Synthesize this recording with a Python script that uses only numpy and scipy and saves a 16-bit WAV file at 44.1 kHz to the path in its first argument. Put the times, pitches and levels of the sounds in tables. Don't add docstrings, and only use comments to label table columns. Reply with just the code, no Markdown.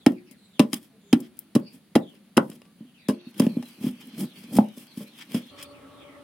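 import sys
import numpy as np
from scipy import signal
from scipy.fft import rfft, irfft, next_fast_len
from scipy.io import wavfile
from scipy.ndimage import uniform_filter1d

SR = 44100
rng = np.random.default_rng(int(sys.argv[2]) if len(sys.argv) > 2 else 0)


def put_to_file(sound):
    columns = np.atleast_2d(sound).T
    safe = np.clip(columns, -1, 1)
    whole_steps = np.round(safe * 32767)
    wavfile.write(sys.argv[1], SR, whole_steps.astype(np.int16))


N = 274743
TIME = np.arange(N) / SR
FFT_SIZE = next_fast_len(N, True)
FREQ = np.fft.rfftfreq(FFT_SIZE, 1 / SR)


def undb(db):
    return np.exp(np.asarray(db) * np.log(10) / 20)


def level(x, db):
    return x * undb(db) / np.sqrt(np.mean(x ** 2))


def add(out, start_s, x):
    i = max(int(start_s * SR), 0)
    out[..., i:i + x.shape[-1]] += x[..., :N - i]


def resonate(x, peaks):
    total = 0
    for k, (hz, width_hz, db) in enumerate(peaks):
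        b, a = signal.iirpeak(hz, hz / width_hz, SR)
        total = total + (-1) ** k * undb(db) * signal.lfilter(b, a, x)
    return total


def smooth(x, k):
    return uniform_filter1d(uniform_filter1d(x, k), k)


def walk(rate_hz):
    k = int(SR / rate_hz)
    steps = np.repeat(rng.standard_normal(N // k + 1), k)
    return np.sqrt(2) * smooth(steps, k)[:N]


def pair(likeness):
    mid, side = rng.standard_normal((2, N))
    c = np.clip(likeness, 0, 1)
    return (np.sqrt(1 + c) * mid + np.sqrt(1 - c) * side * np.array([[1], [-1]])) / np.sqrt(2)


def octave_band(octave, centre_hz):
    return np.clip(1 - np.abs(octave - np.log2(centre_hz)), 0, 1) ** .5


def colour(points):
    hz, db = np.transpose(points)
    return undb(np.interp(np.log(np.maximum(FREQ, 1)), np.log(hz), db))


def shape(x, gain):
    return irfft(rfft(x, FFT_SIZE) * gain, FFT_SIZE)[..., :N]


def push(contact_ms):
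    force = np.sin(np.pi * np.minimum(TIME[:SR // 100] * 1000 / max(contact_ms, .1), 1))
    return force / force.sum()


# pitch_hz [Hz], level_db [dB], t60_s [s]
WOOD_MODES = [(200, -22, 0.31), (211, 6, 0.13), (240, 7.5, 0.13), (266.4, 4, 0.11), (290.4, 2.5, 0.11),
              (369.5, -0.5, 0.45), (437, -9.5, 0.12), (541, -13.5, 0.13), (601.4, -9.5, 0.082),
              (790, -31.5, 0.015), (738, -18, 0.034), (861, -18, 0.023), (1017, -9, .035),
              (1090, -25.5, 0.034), (1520, -18.5, 0.0075), (1700, -15.5, 0.026)]
FAVOUR_DB = 143


def ring(favoured_hz, hard_db, damping, detune):
    hz, db, t60_s = np.transpose(WOOD_MODES)
    bench = hz < 400
    db = np.where(bench, db - FAVOUR_DB * np.log2(hz / favoured_hz) ** 2, db + hard_db)
    t = TIME[:SR // 3, None]
    decay = undb(db - 60 * t * damping / t60_s)
    modes = decay * np.sin(2 * np.pi * hz * (1 + 0.023 * detune) * t)
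    return modes[:, bench].sum(axis=1), modes[:, ~bench].sum(axis=1)


# start_s [s], peak_db [dB],
# pitch_hz the bench favours [Hz], contact_ms [ms], hard_db level added to the block modes [dB],
# damping [factor on the decay rate]
BLOWS = [(0.066, 6.5, 280, 0.9, -11, 0.92), (.31, -36.5, 235, 2.9, -1, 0.85),
         (0.5967, 4.5, 272, 0.62, -9.5, 1.16), (0.6031, -2, 212, 0.81, 2.5, 0.86),
         (0.733, -14.5, 285, 1.5, -11, 1.24), (1.1308, 5.5, 276, 1.96, -30, 1.03),
         (1.213, -23, 220, 1.16, -16, 1.3), (1.368, -40, 245, 2.1, -7, 1.3),
         (1.5516, -4.5, 244, 3.1, -4.5, 0.84), (1.5613, 3.5, 263, 2.03, -1.5, 2.15),
         (1.742, -33, 234, 2.5, -10, .8), (1.955, -3, 254, 0.62, -7, 2), (1.9607, 2.5, 282, 1.06, 3, 1.5),
         (2.137, -42, 181, 1, -2, 0.86), (2.3704, 0.5, 240, 1.1, -18, 6.8),
         (2.379, 2.5, 252, 1.15, 9, 1.33), (2.806, -26.5, 240, 2.7, -12.5, 0.69),
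         (2.85, -36.5, 246, 1.7, -18, 0.92), (3.0876, -3, 221, 1.44, -0.5, 0.92),
         (3.097, -9, 298.4, 0.32, 4.5, 1), (3.268, -26, 258, 2.6, -24, 0.88),
         (3.4003, 1.5, 227, 1.26, 0, 1.27), (3.4228, -12, 212, 1.5, -2, 2.1),
         (3.467, -3, 218, 0.9, -18, 1.01), (3.569, -10.5, 240, 1.14, -16, 0.56),
         (3.809, -24.5, 240, 1.2, -19, 0.63), (3.841, -12, 240, 1.36, -18, 0.55),
         (3.865, -10.5, 232, 2.1, -12, 0.76), (4.133, -32, 238, 2.8, -19, 0.44),
         (4.5724, -10, 225, 1.1, -12, 0.48), (4.5867, 4, 215, 1.76, -8.5, 1.6),
         (4.774, -28.5, 240, 1.1, 1.5, 0.89), (4.973, -18.5, 234, 2.7, -9.5, 1.6),
         (5.006, -23.5, 222, 3.3, 0.5, 0.59), (5.345, -7, 230, 2.1, -2, 0.84)]


def blows():
    out = np.zeros(N)
    detune = rng.standard_normal((len(BLOWS), len(WOOD_MODES)))
    for (start_s, db, hz, contact_ms, hard_db, damping), d in zip(BLOWS, detune):
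        bench, block = ring(hz, hard_db, damping, d)
        bench_thud = signal.fftconvolve(bench, push(contact_ms))
        block_thud = signal.fftconvolve(block, push(0.26 * contact_ms))
        thud = bench_thud - block_thud
        add(out, start_s, thud * undb(db) / np.max(np.abs(thud)))
    return out


# start_s [s], peak_db [dB],
# pitch_hz the block favours [Hz], t60_ms [ms]
KNOCKS = [(1.9608, -4.5, 800, 17), (2.3784, 7.5, 1447, 21), (4.5861, 3.5, 730, 15)]


def knocks():
    out, t = np.zeros(N), TIME[:SR // 8, None]
    hz = np.array([mode[0] for mode in WOOD_MODES if mode[0] > 400])
    for start_s, db, favoured_hz, t60_ms in KNOCKS:
        decay = undb(-70 * np.log2(hz / favoured_hz) ** 2 - 60000 * t / t60_ms)
        modes = decay * np.sin(2 * np.pi * hz * t)
        knock = -signal.fftconvolve(modes.sum(axis=1), push(0.84))
        add(out, start_s, knock * undb(db) / np.max(np.abs(knock)))
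    return out


# pitch_hz [Hz], width_hz [Hz], level_db [dB]
BLADE_PEAKS = [(1806, 210, -17), (2830, 380, 0.2), (3300, 290, -2.5), (3900, 230, -3.5), (5074, 320, -4.2),
               (5770, 260, -38.5), (7500, 310, -36.5), (9670, 2430, -2.5)]
# start_s [s], level_db relative, set over the first 3 ms [dB],
# pan_db left minus right in the treble [dB], t60_ms of the main burst [ms],
# tilt_db brightness, held at -7 or above [dB per octave]
CRACKS = [(0.062, -10.5, 4, 32, -7), (0.31, -40.5, 21, 80, 0), (0.5936, -7, 7, 13, -7),
          (0.6004, -8, 2, 5.5, -5.5), (0.7304, -14.5, 7, 22, -3.5), (0.74, -17, -9, 20, 1.5),
          (1.1278, -10.5, 3, 35, -6.5), (1.202, -32, 7, 38, 6), (1.3686, -48.5, 3, 31, 4),
          (1.3898, -18, 10, 8.3, 14), (1.5506, -21, -6, 59, -2.5), (1.7427, -64, 15, 21, 0),
          (1.9526, -13.5, 2, 51, -16.5), (1.959, -22.5, 10, 22, 9.5), (2.367, -21.5, 0, 42, -6.5),
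          (2.37, -11, 1, 26, -2.5), (2.3764, -13, -1, 13, -12.3), (2.4992, -34, 9, 9.6, 1),
          (2.5138, -41.5, 3, 69, -6), (2.617, -39.5, 6, 11, -12.5), (2.65, -51, 11.5, 75, -9),
          (3.084, -24.5, 5.5, 97, -2.2), (3.3776, -36, 6, 120, 4), (3.3962, -16, -0.5, 38, -1),
          (3.4647, -29, -2, 21, -8.5), (3.624, -36.5, 16, 54, -9), (3.9614, -46, -3, 25, 34),
          (4.07, -36, 13, 27, 12), (4.4366, -43.5, 11, 40, -3), (4.5667, -25.5, 9, 51, -2.5),
          (4.585, -31, -3, 26, -23), (4.6847, -45.5, 4, 27, -2), (4.972, -38.5, 8, 69, 0.5),
          (5.343, -29, 6, 51, -4), (5.626, -28, 3.5, 45, 0.5)]
SHADE_HZ = 4000


def cracks():
    out, size = np.zeros((2, N)), SR // 5
    noise = rng.standard_normal((len(CRACKS), 2, size))
    t, f = TIME[:size], np.fft.rfftfreq(size, 1 / SR)
    shade = f ** 2 / (f ** 2 + SHADE_HZ ** 2) * np.array([[1], [-1]])
    octaves = np.log2(np.maximum(f, 800) / 5000)
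    for (start_s, db, pan_db, t60_ms, tilt_db), (same, unlike) in zip(CRACKS, noise):
        colour_db = max(tilt_db, -7) * octaves + shade * pan_db / 2
        spectrum = rfft(same) + 1.18 * shade * rfft(unlike)
        snap = irfft(spectrum * undb(colour_db), size)
        splintering = undb(-33.5 - 60 * t / 0.13)
        snap *= np.minimum(t / 0.0015, 1) * (undb(-60000 * t / t60_ms) + splintering)
        burst = resonate(snap, BLADE_PEAKS) + 0.21 * snap
        onset_rms = np.sqrt(np.mean(burst[:, :SR // 300] ** 2))
        add(out, start_s, burst * undb(db - 4.5) / onset_rms)
    return out


STEP = 32
BITE_DB_PER_S, LIFT_DB_PER_S = 440.5, 518


def stroke(start_s, hold_s):
    t = TIME[::STEP]
    bite_db = BITE_DB_PER_S * (t - start_s)
    lift_db = LIFT_DB_PER_S * (start_s + hold_s - t)
    return undb(np.minimum(0, np.minimum(bite_db, lift_db)))


RATTLE_DB, RATTLE_T60_S = -23, 0.23
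SPLINTER_DB, SPLINTER_T60_S = -56, 0.28


def aftershake():
    out, t = np.zeros((2, N)), TIME[:SR // 3]
    for start_s, db, *_ in BLOWS:
        splinter_db = db + SPLINTER_DB - 60 * t / SPLINTER_T60_S
        rattle_db = db + RATTLE_DB - 60 * t / RATTLE_T60_S
        add(out, start_s, undb([splinter_db, rattle_db]))
    return out


# start_s of full bite [s], hold_s [s],
# hiss_db gain on the tearing noise [dB], rumble_db gain on the slips that shake the bench [dB]
SHAVES = [(0.758, 0.0059, -38, -39), (0.829, 0.02, -54, -63), (1.19, 0.077, -59.5, -59),
          (1.4, 0.018, -61.5, -69), (1.742, 0.016, -55.5, -48), (2.151, 0.0088, -60, -69),
          (2.258, 0.011, -67, -61.5), (2.501, 0.056, -56, -39), (3.274, 0.028, -58.5, -60.5),
          (3.389, .02, -50, -51), (3.412, 0.04, -43.5, -22), (3.568, 0.016, -65, -33),
          (3.658, 0.082, -55.5, -64), (3.835, 0.052, -41, -30.5), (4.014, 0.074, -52.5, -45.5),
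          (4.198, 0.04, -39, -22.5), (4.369, 0.034, -51, -44), (4.435, 0.012, -54.5, -50),
          (4.534, 0.039, -42.5, -22.5), (4.78, 0.038, -48, -51), (4.993, 0.037, -44.5, -45),
          (5.187, 0.036, -48, -55.5), (5.312, 0.049, -50.5, -45), (5.351, 0.027, -42.5, -29.5),
          (5.598, 0.028, -45.5, -61)]
# (start, end) in s, gains in dB
DRAG_S, DRAG_HISS_DB, DRAG_RUMBLE_DB = (3.4, 5.5), -62.5, -53


def pressure():
    gains = stroke(DRAG_S[0], DRAG_S[1] - DRAG_S[0]) * undb([[DRAG_HISS_DB], [DRAG_RUMBLE_DB]])
    for start_s, hold_s, hiss_db, rumble_db in SHAVES:
        gains += stroke(start_s, hold_s) * undb([[hiss_db], [rumble_db]])
    return np.repeat(gains, STEP, axis=1)[:, :N] + aftershake()


def gritty(spread_db):
    return level(rng.standard_normal(N) * undb(spread_db * rng.exponential(size=N)), 0)


# [dB per Hz, relative]
TEAR_COLOUR = [(530, -40), (900, -9), (1080, -7.5), (1270, -9.5), (1690, -4.5), (1960, -6.5), (2260, -1),
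               (2930, -5), (3190, -3.5), (4100, -9), (5390, -9), (7010, -10.5), (9560, 0.5), (14500, -8),
               (15600, -8.5)]
GRIT_DB, SLIP_DB = 3.5, 2.8
CATCH_DB, CATCH_PER_S = 3.5, 160


def shaves():
    hiss_gain, rumble_gain = pressure()
    grit = gritty(GRIT_DB) * undb(CATCH_DB * walk(CATCH_PER_S))
    tear = grit * undb([[1.5], [-1.5]]) + 1.18 * pair(0)
    tear = tear + undb(6.5) * resonate(tear, BLADE_PEAKS)
    hiss = level(shape(tear, colour(TEAR_COLOUR)), 0.68) * hiss_gain
    lower = signal.sosfilt(signal.butter(2, 6500, fs=SR, output="sos"), hiss)
    upper = hiss - lower
    hiss = lower * undb(4.1 * walk(25)) + upper * undb(2.0 * walk(25.05))
    slips = gritty(SLIP_DB) * rumble_gain
    tap = sum(ring(220.0, -28.5, 1.74, np.zeros(len(WOOD_MODES))))
    rumble = signal.fftconvolve(slips, tap / np.sqrt(np.sum(tap ** 2)))[:N]
    return hiss, rumble


# pitch_hz [Hz], t60_s [s], level_db relative [dB]
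PORCH_BANDS = [(151, 0.22, -18.5), (334, 0.72, -31), (565, 0.23, -11), (1132, 0.15, -9.5),
               (2390, 0.11, -14.5), (4800, 0.063, -18), (9810, 0.07, -14.5)]


def porch(x):
    size = SR * 2 // 3
    t, octave = TIME[:size], np.log2(np.maximum(np.fft.rfftfreq(size, 1 / SR), 1))
    tail = 0
    for hz, t60_s, db in PORCH_BANDS:
        noise = rng.standard_normal((2, size))
        noise[1] += (noise[0] - noise[1]) * min(100 / hz, .6)
        band = irfft(rfft(noise) * octave_band(octave, hz), size)
        envelope = np.minimum(t / 0.0007, 1) * undb(-60 * t / t60_s)
        tail = tail + band * envelope * undb(db + 3.5) / np.sqrt(np.sum(envelope ** 2))
    return signal.fftconvolve(x[None], tail, axes=1)[:, :N]


def sweep(start_s, end_s, hz0, hz1):
    size = int((end_s - start_s) * SR)
    u = np.arange(size) / size
    return u, 2 * np.pi * np.cumsum(hz0 + (hz1 - hz0) * u) / SR


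def glide(start_s, end_s, hz0, hz1, smear_hz):
    u, phase = sweep(start_s, end_s, hz0, hz1)
    k = int(SR / smear_hz)
    noise = rng.standard_normal((2, 2, len(u)))
    a, b = smooth(noise, k) * np.sqrt(3 * k / 2)
    return np.sin(np.pi * u) ** .5 * (a * np.cos(phase) + b * np.sin(phase))


# start_s [s], end_s [s], start pitch_hz [Hz], end pitch_hz [Hz],
# level_db before the swell [dB rms], octave_db level of the octave partial relative to it [dB]
PEEPS = [(0.0, 0.062, 3900, 3240, -57, -16), (0.099, 0.246, 3200, 1700, -56, -12),
         (0.255, 0.375, 2870, 1636, -58.5, -6.5), (0.359, 0.562, 4210, 3720, -61.5, -8),
         (0.53, 0.598, 3840, 2960, -54, -19), (1.012, 1.147, 3500, 3390, -61, -2.5),
         (1.61, 1.741, 4570, 4800, -56, -23), (1.624, 1.764, 2600, 2600, -63.5, -20),
         (1.993, 2.194, 3900, 2550, -58, -20.5), (2.849, 2.93, 3300, 2776, -62, -21),
         (2.77, 2.861, 2990, 3200, -67.5, -21), (2.938, 3.078, 3110, 1830, -57, -16),
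         (3.127, 3.18, 4460, 4280, -58.5, -5), (3.485, 3.578, 4340, 4120, -53, -26),
         (4.263, 4.385, 3580, 3100, -55.5, -33), (4.871, 4.953, 4740, 3800, -54, -18),
         (5.075, 5.209, 3760, 3400, -58, -21), (5.398, 5.526, 3450, 3500, -51.5, -18),
         (5.644, 5.737, 4440, 4420, -58.5, -10), (5.726, 5.871, 2880, 1440, -57.5, -25),
         (5.901, 6.113, 4000, 2930, -57.5, -27), (5.987, 6.219, 2610, 1700, -58, -23)]
PEEP_SMEAR_HZ = 700


def peeps(out):
    for t0, t1, hz0, hz1, db, octave_db in PEEPS:
        add(out, t0, undb(db) * glide(t0, t1, hz0, hz1, PEEP_SMEAR_HZ))
        octave = glide(t0, t1, 2 * hz0, 2 * hz1, 2 * PEEP_SMEAR_HZ)
        add(out, t0, undb(db + octave_db) * octave)


CHORUS_SPAN_S, CHORUS_COUNT = (2.95, 5.6), 150
CHORUS_DB, CHORUS_HZ = -66.5, 3220


def chorus(out):
    for when, pitch, length, fall, loud in rng.random((CHORUS_COUNT, 5)):
        t0 = np.interp(when, (0, 1), CHORUS_SPAN_S)
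        t1 = t0 + 0.042 + .12 * length
        hz = CHORUS_HZ * 2 ** (1.1 * (pitch - .5))
        peep = glide(t0, t1, hz, hz * (1.03 - 0.097 * fall), PEEP_SMEAR_HZ / 2)
        add(out, t0, undb(CHORUS_DB + 7.3 * loud) * peep)


# start_s [s], end_s [s],
# start pitch_hz [Hz], end pitch_hz [Hz], level_db before the swell [dB]
FAINT_TONES = [(.92, 1.0, 450, 440, -61), (.9, .98, 690, 640, -68), (1.03, 1.12, 405, 400, -57),
               (1.43, 1.52, 320, 320, -61), (1.33, 1.52, 1340, 1360, -76), (2.62, 2.74, 1150, 1170, -68.5)]


def faint_tones(out):
    for t0, t1, hz0, hz1, db in FAINT_TONES:
        u, phase = sweep(t0, t1, hz0, hz1)
        add(out, t0, undb(db) * np.sqrt(2 * np.sin(np.pi * u)) * np.sin(phase))


def birds():
    out = np.zeros((2, N))
    peeps(out)
    chorus(out)
    out *= undb(3 * walk(45))
    faint_tones(out)
    return out


# pitch_hz [Hz], width_hz [Hz], level_db relative [dB]
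MOTOR_PEAKS = [(130, 30, -26), (182, 19, -14), (277.2, 8.1, 2.5), (432, 100, -18.5), (576.3, 5.6, 1.5),
               (845, 94, -19.5), (1126, 45, -9), (1325, 84, -13)]
MOTOR_S, MOTOR_DB = 5.5, -46


def motor():
    muffled = resonate(pair(0.62), [(487, 730, 0)])
    fade_in = np.clip((TIME - MOTOR_S) / 0.026, 0, 1)
    return level(resonate(muffled, MOTOR_PEAKS), MOTOR_DB) * fade_in


# start_s [s],
# colour points (pitch_hz [Hz], level_db [dB per Hz, relative]), level_db before the short crossfade [dB rms]
BACKGROUND = [(0.0, [(30, -19.5), (70, -10.5), (120, -10), (200, 5), (350, -13), (550, -16.5), (1000, -23),
              (1800, -22), (3200, -22.5), (4600, -23.5), (5300, -31.5), (8500, -31), (10000, -22.5),
              (11500, -31), (15600, -29)], -54), (3.101, [(30, -37), (75, -23.5), (230, -24.5), (520, -13),
              (1200, -15), (3000, -16), (4600, -26), (6000, -19), (8000, -44), (10000, -22), (12000, -31),
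              (15600, -62)], -59), (5.502, [(30, -22), (80, -1.5), (250, -10), (600, -11.5), (1300, -31),
              (1600, -19.5), (3200, -17.5), (4800, -27.5), (7000, -33), (10000, -25), (12000, -33),
              (15600, -31)], -52)]


def background():
    octave, flat = np.log2(np.maximum(FREQ, 1)), 0
    for hz in 45 * 2. ** np.arange(9):
        band = shape(pair(1 - hz / 5000), octave_band(octave, hz))
        flat = flat + band * undb(0.49 * walk(3.3))
    out = np.zeros((2, N))
    ends = [stretch[0] for stretch in BACKGROUND[1:]] + [2 * N / SR]
    for (start_s, points, db), end_s in zip(BACKGROUND, ends):
        inside_s = np.minimum(TIME - start_s, end_s - TIME)
        at_once = (start_s == 0) * (TIME < 1)
        fade = np.clip(inside_s / 0.028 + .5 + at_once, 0, 1)
        out += fade * level(shape(flat, colour(points)), db)
    return out


def scene():
    hiss, rumble = shaves()
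    bass_cut = signal.butter(4, 140, "high", fs=SR, output="sos")
    thuds = signal.sosfilt(bass_cut, blows() + knocks() + rumble)
    work = thuds + cracks() + hiss
    return work + porch(work.mean(axis=0)) + birds() + motor() + background()


def record(dry):
    x = signal.sosfilt(signal.butter(2, 85, "high", fs=SR, output="sos"), dry)
    rounded = np.tanh(0.69 * x) / 1.04
    return signal.sosfilt(signal.ellip(10, .2, 70, 16000, fs=SR, output="sos"), rounded)


dry = scene()
out = record(dry)
put_to_file(out)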